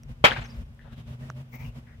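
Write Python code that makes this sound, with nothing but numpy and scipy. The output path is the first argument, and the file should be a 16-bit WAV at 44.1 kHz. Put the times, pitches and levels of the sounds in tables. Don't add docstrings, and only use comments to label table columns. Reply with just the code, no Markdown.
import sys
import numpy as np
from scipy import signal
from scipy.fft import rfft, irfft
from scipy.io import wavfile

SR = 44100
rng = np.random.default_rng(int(sys.argv[2]) if len(sys.argv) > 2 else 0)


def gain_from_db(level_db):
    decades = np.asarray(level_db, float) / 20
    return 10 ** decades


def store_wav(level_fs):
    pcm = np.round(np.clip(np.atleast_2d(level_fs), -1, 1) * 32767)
    wavfile.write(sys.argv[1], SR, pcm.T.astype(np.int16))


N = 88200

# start in seconds, level in dB,
# lowest pitch in Hz, brightness limit in Hz.
KNOCKS = [
    (0.2414, 1, 60, 2000),
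    (.2440, -4, 900, 4500),
    (.2490, -6, 700, 5000),
    (.2545, -11, 1500, 5000),
    (.2625, -14, 1200, 5080),
]


def at_hz(points, hz):
    table = np.array(points)
    return np.interp(np.log(hz), np.log(np.maximum(table[:, 0], 1)), table[:, 1])


def rms_one(x):
    return x / np.sqrt(np.mean(x ** 2) + 1e-20)


def drift(rate_hz):
    r = np.exp(-80 * np.pi * rate_hz / SR)
    slow = signal.lfilter([1], [1, -2 * r, r * r], rng.standard_normal(N // 40 + 2002))
    slow = slow[2000:]
    return np.interp(np.arange(N) / 40, np.arange(len(slow)), rms_one(slow))


def ring(x, hz, t60):
    r, w = gain_from_db(-60 / (t60 * SR)), 2 * np.pi * hz / SR
    return signal.lfilter([0, np.sin(w)], [1, -2 * r * np.cos(w), r * r], x + 1e-18)


def coloured(spectrum, alike):
    hz = np.maximum(np.arange(N // 2 + 1) * SR / N, 1)
    octaves_below = np.maximum(np.log2(spectrum[0][0] / hz), 0)
    octaves_above = np.maximum(np.log2(hz / spectrum[-1][0]), 0)
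    level_db = at_hz(spectrum, hz) - 12.76 * (octaves_below + octaves_above)
    alike = np.clip(at_hz(alike, hz) if np.ndim(alike) else alike, -.99, .99)
    mid, side = rfft(rng.standard_normal((2, N)))
    pair = np.sqrt(1 + alike) * mid + np.sqrt(1 - alike) * side * [[1], [-1]]
    return rms_one(irfft(pair * gain_from_db(level_db), N))


def dying(start, t60, rise):
    t = np.maximum(np.arange(N) / SR - start, 0)
    return (1 - np.exp(-t / rise)) * gain_from_db(-60 * t / t60)


def burst(s, db, hz, t60, grit_s):
    out, kick = np.zeros(N), np.zeros(SR // 10)
    kick[:400] = rng.standard_normal(400) * np.exp(-np.arange(400) / SR / grit_s)
    tick = ring(ring(kick, hz, t60), hz, t60 / 2)
    start = int(s * SR)
    out[start:start + len(tick)] = gain_from_db(db) * tick / np.abs(tick).max()
    return out


def air():
    # pitch in Hz, level in dB per Hz.
    air_spectrum = [(150, -33), (250, -10.5), (360, -14.5), (586, -14), (697, -18), (3050, -25),
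                    (4400, -34), (4960, -32.5), (15900, -51.5)]
    # pitch in Hz, left-right likeness from -1 to 1.
    likeness = [(60, 0.96), (180, 0.7), (550, 0.64), (1650, -0.5), (4970, -0.23), (15000, -0.02)]
    return gain_from_db(-54.5 + 0.52 * drift(2.1)) * coloured(air_spectrum, likeness)


def traffic():
    # pitch in Hz, level in dB per Hz.
    rumble_spectrum = [(15, -44.5), (25, 5.5), (92, -3), (129, -6.5), (147, -0.5), (172, -15.5),
                       (232, -18.5), (264, -38.5), (320, -43), (420, -66), (700, -120)]
    # time in seconds, swell in dB.
    rumble_swell = [(0, -1), (.1, 4), (.27, 1.5), (.35, 7), (.42, 3), (0.522, -1.5), (0.601, 3), (.75, 2),
                    (.85, 2), (.98, 1.5), (1.1, 0.5), (1.3, -4.5), (1.45, -1), (1.55, -2.5), (1.62, 1),
                    (1.699, -0.5), (1.85, 1.5), (2, 1.5)]
    level_db, pan_db = -39, 0.8
    swell_db = np.interp(np.arange(N) / SR, *np.transpose(rumble_swell))
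    rumble = gain_from_db(level_db + swell_db + 2.2 * drift(7.7)) * coloured(rumble_spectrum, 0.95)
    return rumble * gain_from_db([[pan_db], [-pan_db]])


def machinery():
    # pitch in Hz, wander in Hz, level in dB.
    drones = [
        (126.8, 4.6, -42),
        (233.4, 2.5, -51.5),
    ]
    # time in seconds, level in dB.
    drone_swell = [(0, 0), (.1, -1.5), (.4, -1.5), (.65, -12), (.88, -2), (0.951, 0.5), (1.1, 3),
                   (1.251, 3.5), (1.381, 5.5), (1.498, -2.5), (1.621, 1.5), (1.77, 4), (1.9, -3.5), (2, -7)]
    swell = gain_from_db(np.interp(np.arange(N) / SR, *np.transpose(drone_swell)))
    out = np.zeros(N)
    for (hz, width_hz, db), gain in zip(drones, (swell, 1)):
        cycles = np.cumsum(hz + width_hz * drift(9.8)) / SR
        out += gain_from_db(db + 3.2 * drift(24)) * gain * np.sqrt(2) * np.sin(2 * np.pi * cycles)
    return out


def ticks():
    # start in seconds, pitch in Hz, 60 dB decay in seconds, pan in dB.
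    clicks = [(.0342, 5800, .005, 0), (.0342, 2400, .002, 0), (.0342, 8000, .0005, 0),
              (.7925, 1800, .008, 3), (.7925, 2900, .002, 3), (1.3011, 1400, .0045, -3),
              (1.3009, 5900, .003, -3), (1.3020, 4500, .004, -3), (.565, 13500, .0007, 0),
              (.748, 9000, .001, 0), (1.557, 15300, .002, 0), (1.61, 13000, .002, 0),
              (.0342, 13500, .0005, 0)]
    click_db = [-39.5, -41.5, -43, -37, -47, -26.5, -40, -46.5, -60, -53, -44.5, -64, -57]
    out = np.zeros((2, N))
    for (s, hz, t60, pan_db), db in zip(clicks, click_db):
        out += burst(s, db, hz, t60, grit_s=.0002) * gain_from_db([[pan_db], [-pan_db]])
    return out


def touch_and_slaps():
    # start in seconds, pitch in Hz, 60 dB decay in seconds; the first is the tip.
    echoes = [(.2399, 2800, .003), (.3096, 3150, .007), (.3105, 900, .006), (.3152, 450, .006),
              (.3171, 1650, .01), (.3171, 2200, .0015), (.324, 1700, .012), (.346, 2200, .01),
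              (.363, 1580, .02), (.364, 900, .015), (.368, 2400, .012), (.377, 1700, .02),
              (.386, 2900, .01)]
    echo_db = [-23, -22, -29, -26, -19, -20, -26, -32, -31, -33, -37, -38, -41]
    pan_db = 2
    slaps = sum(burst(s, db, hz, t60, grit_s=.0003) for (s, hz, t60), db in zip(echoes, echo_db))
    return slaps * gain_from_db([[pan_db], [-pan_db]])


def block_rings():
    # pitch in Hz, level in dB, 60 dB decay in seconds.
    modes = [(175, -4.5, 0.027), (312, -9.5, 0.035), (489.3, -10, 0.077), (612.7, 2, 0.044),
             (841, -2, 0.031), (983, -4, 0.05), (1104, -4, 0.025), (1267, -2.5, .04), (1652, -6, 0.06),
             (2070, -7, 0.087), (2261, -4, .065), (2455, -2, .065), (3022, -3.5, 0.05), (3163, -5.5, 0.078)]
    level_db, spread_db = -9.5, 3
    strengths = rng.standard_normal((len(KNOCKS), len(modes) + 1))
    strengths[0, :-1] = 1e-3
    strengths[0, -1] = -1
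    body = np.zeros(N)
    for (s, db, low_hz, cut_hz), row in zip(KNOCKS, strengths):
        click, rings = np.zeros(SR // 5), 0
        click[0] = gain_from_db(db + level_db)
        for (hz, mode_db, t60), z in zip(modes, row):
            push = np.sign(row[-1] * z) * gain_from_db(mode_db + spread_db * z)
            rings = rings + push * ring(click, hz, t60)
        soft = signal.butter(2, [low_hz, cut_hz], "band", fs=SR, output="sos")
        start = int(s * SR)
        body[start:start + len(click)] += signal.sosfilt(soft, rings)
    return body


def wood_crack():
    # pitch in Hz, level in dB per Hz.
    crack_spectrum = [(100, -15), (300, -11.5), (600, -1), (2500, -1.5), (3800, -10), (6500, -26.5),
                      (8500, -40), (15800, -39.5)]
    shape = sum(gain_from_db(db) * dying(s, t60=0.09, rise=0.00092) for s, db, _, _ in KNOCKS)
    return gain_from_db(-13) * shape * coloured(crack_spectrum, 0.26)


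def yard_tail():
    # pitch in Hz, level in dB per Hz.
    yard_spectrum = [(180, -18), (400, -9), (750, -6), (1640, -7), (2410, -8.5), (4000, -17), (7000, -38),
                     (12000, -55.5)]
    shape = dying(KNOCKS[0][0], t60=0.44, rise=0.026) * gain_from_db(2.3 * drift(27))
    return gain_from_db(-21) * shape * coloured(yard_spectrum, 0.18)


def ports(x):
    # pitch in Hz, left minus right in dB.
    balance = [(200, -.5), (700, -2), (1300, 3), (2400, 6.5), (4400, 0), (6500, -9), (9000, -14),
               (13000, -1)]
    lag_s = -.00028
    hz = np.arange(N // 2 + 1) * SR / N
    tilt = at_hz(balance, np.maximum(hz, 1)) / 2
    lag = np.exp(-2j * np.pi * hz * lag_s)
    return irfft(rfft(x) * [gain_from_db(tilt), gain_from_db(-tilt) * lag], N)


def knock():
    return touch_and_slaps() + ports(block_rings() + wood_crack() + yard_tail())


def chirps():
    # start in seconds, length in seconds, pitch in Hz, arch in Hz.
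    whistles = [
        (.407, .027, 5900, 1700),
        (.441, .018, 6150, 40),
        (.455, .018, 5350, 30),
        (.47, .016, 5900, 500),
        (.487, .05, 4850, 40),
        (.499, .013, 5350, 30),
    ]
    whistle_db = [-63, -56, -58, -67, -61, -57]
    echo_s, echo_db = 0.034, -13
    out, t = np.zeros(N), np.arange(N) / SR
    waver_hz = 130 * drift(248)
    for (s, length, hz, arch_hz), db in zip(whistles, whistle_db):
        u = np.clip((t - s) / length, 0, 1)
        arch = np.sin(np.pi * u)
        cycles = np.cumsum(hz + arch_hz * arch + waver_hz) / SR
        out += gain_from_db(db) * arch ** 0.163 * np.sin(2 * np.pi * cycles)
    echoes = [gain_from_db(echo_db - 4.8 * k) * np.roll(out, int(echo_s * SR * (1.1 + 1.8 * k))) for k in range(6)]
    return (out + sum(echoes)) * gain_from_db([[-1.5], [1.5]])


def rubs():
    # start in seconds, length in seconds, start pitch in Hz, end pitch in Hz.
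    strokes = [
        (.79, .055, 1750, 1850),
        (.835, .115, 1550, 1500),
        (.845, .045, 750, 600),
        (.8, .36, 3200, 3200),
        (1.21, .06, 1750, 1900),
        (1.52, .15, 2150, 2300),
        (1.63, .095, 2750, 2750),
        (1.51, .19, 5800, 5300),
        (1.52, .18, 800, 700),
        (1.86, .11, 1900, 1750),
    ]
    stroke_db = [-50.5, -54.5, -45.5, -63, -62.5, -51.5, -57.5, -66.5, -56, -53]
    stroke_q = [5, 3, 1.2, 2.5, 9, 6, 9, 2.5, 1.3, 3]
    attack_s, pan_db = .015, 4
    out = np.zeros((2, N))
    for (s, length, hz0, hz1), db, q in zip(strokes, stroke_db, stroke_q):
        i, j = int(s * SR), int((s + length) * SR)
        u = np.arange(j - i) / (j - i)
        narrow = signal.butter(2, hz0 / q / 2, fs=SR, output="sos")
        noise = signal.sosfilt(narrow, rng.standard_normal((4, SR // 2)))
        a, b, c, d = noise[:, 500:500 + j - i]
        phase = 2 * np.pi * np.cumsum(hz0 + (hz1 - hz0) * u) / SR
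        mid = a * np.cos(phase) + b * np.sin(phase)
        side = c * np.cos(phase) + d * np.sin(phase)
        shape = np.minimum(u * length / attack_s, 1) * np.sqrt(1 - u ** 2)
        out[:, i:j] += gain_from_db(db) * shape * rms_one(np.array([mid + 0.46 * side, mid - 0.91 * side]))
    return out * gain_from_db([[pan_db], [-pan_db]])


def coo():
    # time in seconds, pitch in Hz, level in dB.
    call = [(1.0, 600, -75), (1.1, 593.5, -59), (1.17, 571, -70), (1.22, 610, -56), (1.29, 651, -60),
            (1.35, 591, -58), (1.401, 610, -59), (1.45, 600, -80)]
    t = np.arange(N) / SR
    s, hz, db = np.transpose(call)
    level = gain_from_db(np.interp(t, s, db) + 3.3 * drift(25)) * (t > s[0]) * (t < s[-1])
    return level * np.sin(2 * np.pi * np.cumsum(np.interp(t, s, hz)) / SR)


def slide():
    start_s, length_s = 1.49, .21
    u = np.clip((np.arange(N) / SR - start_s) / length_s, 0, 1)
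    thin = signal.butter(4, 14300, "high", fs=SR, output="sos")
    hiss = signal.sosfilt(thin, rng.standard_normal((2, N)))
    return gain_from_db(-63.5 + 3.2 * drift(30)) * np.sin(np.pi * u) ** .5 * rms_one(hiss)


def scene():
    background = air() + traffic() + machinery()
    return background + ticks() + knock() + chirps() + rubs() + coo() + slide()


def noise_gate(x):
    # from seconds, to seconds.
    open_spans = [(.085, .13), (.236, .632), (.92, .945), (.97, 1.018), (1.068, 1.155), (1.198, 1.315),
                  (1.358, 1.425), (1.528, 1.572), (1.594, 1.7), (1.75, 1.8)]
    drop_db, glide_s = -8.5, .022
    t, shut = np.arange(N) / SR, np.ones(N)
    for a, b in open_spans:
        opening = np.clip((t - a) / glide_s + .5, 0, 1)
        closing = np.clip((t - b) / glide_s + .5, 0, 1)
        shut -= opening - closing
    return x * gain_from_db(drop_db * shut)


def microphone(x):
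    # pitch in Hz, gain in dB.
    colour = [(30, -19.5), (48, -1), (7000, 2), (10000, 5.5), (14500, 9.5), (15800, 7), (16100, -33)]
    edge = SR // 4
    wide = np.pad(x, ((0, 0), (edge, edge)), "reflect")
    size = wide.shape[1]
    hz = np.maximum(np.arange(size // 2 + 1) * SR / size, 1)
    return irfft(rfft(wide) * gain_from_db(at_hz(colour, hz)), size)[:, edge:edge + N]


def band_limit(x):
    return signal.sosfilt(signal.butter(12, 16380, fs=SR, output="sos"), x)


def record(dry):
    clip_top = .93
    mix = clip_top * np.tanh(microphone(noise_gate(dry)) / clip_top)
    return band_limit(mix)


dry = scene()
out = record(dry)
store_wav(out)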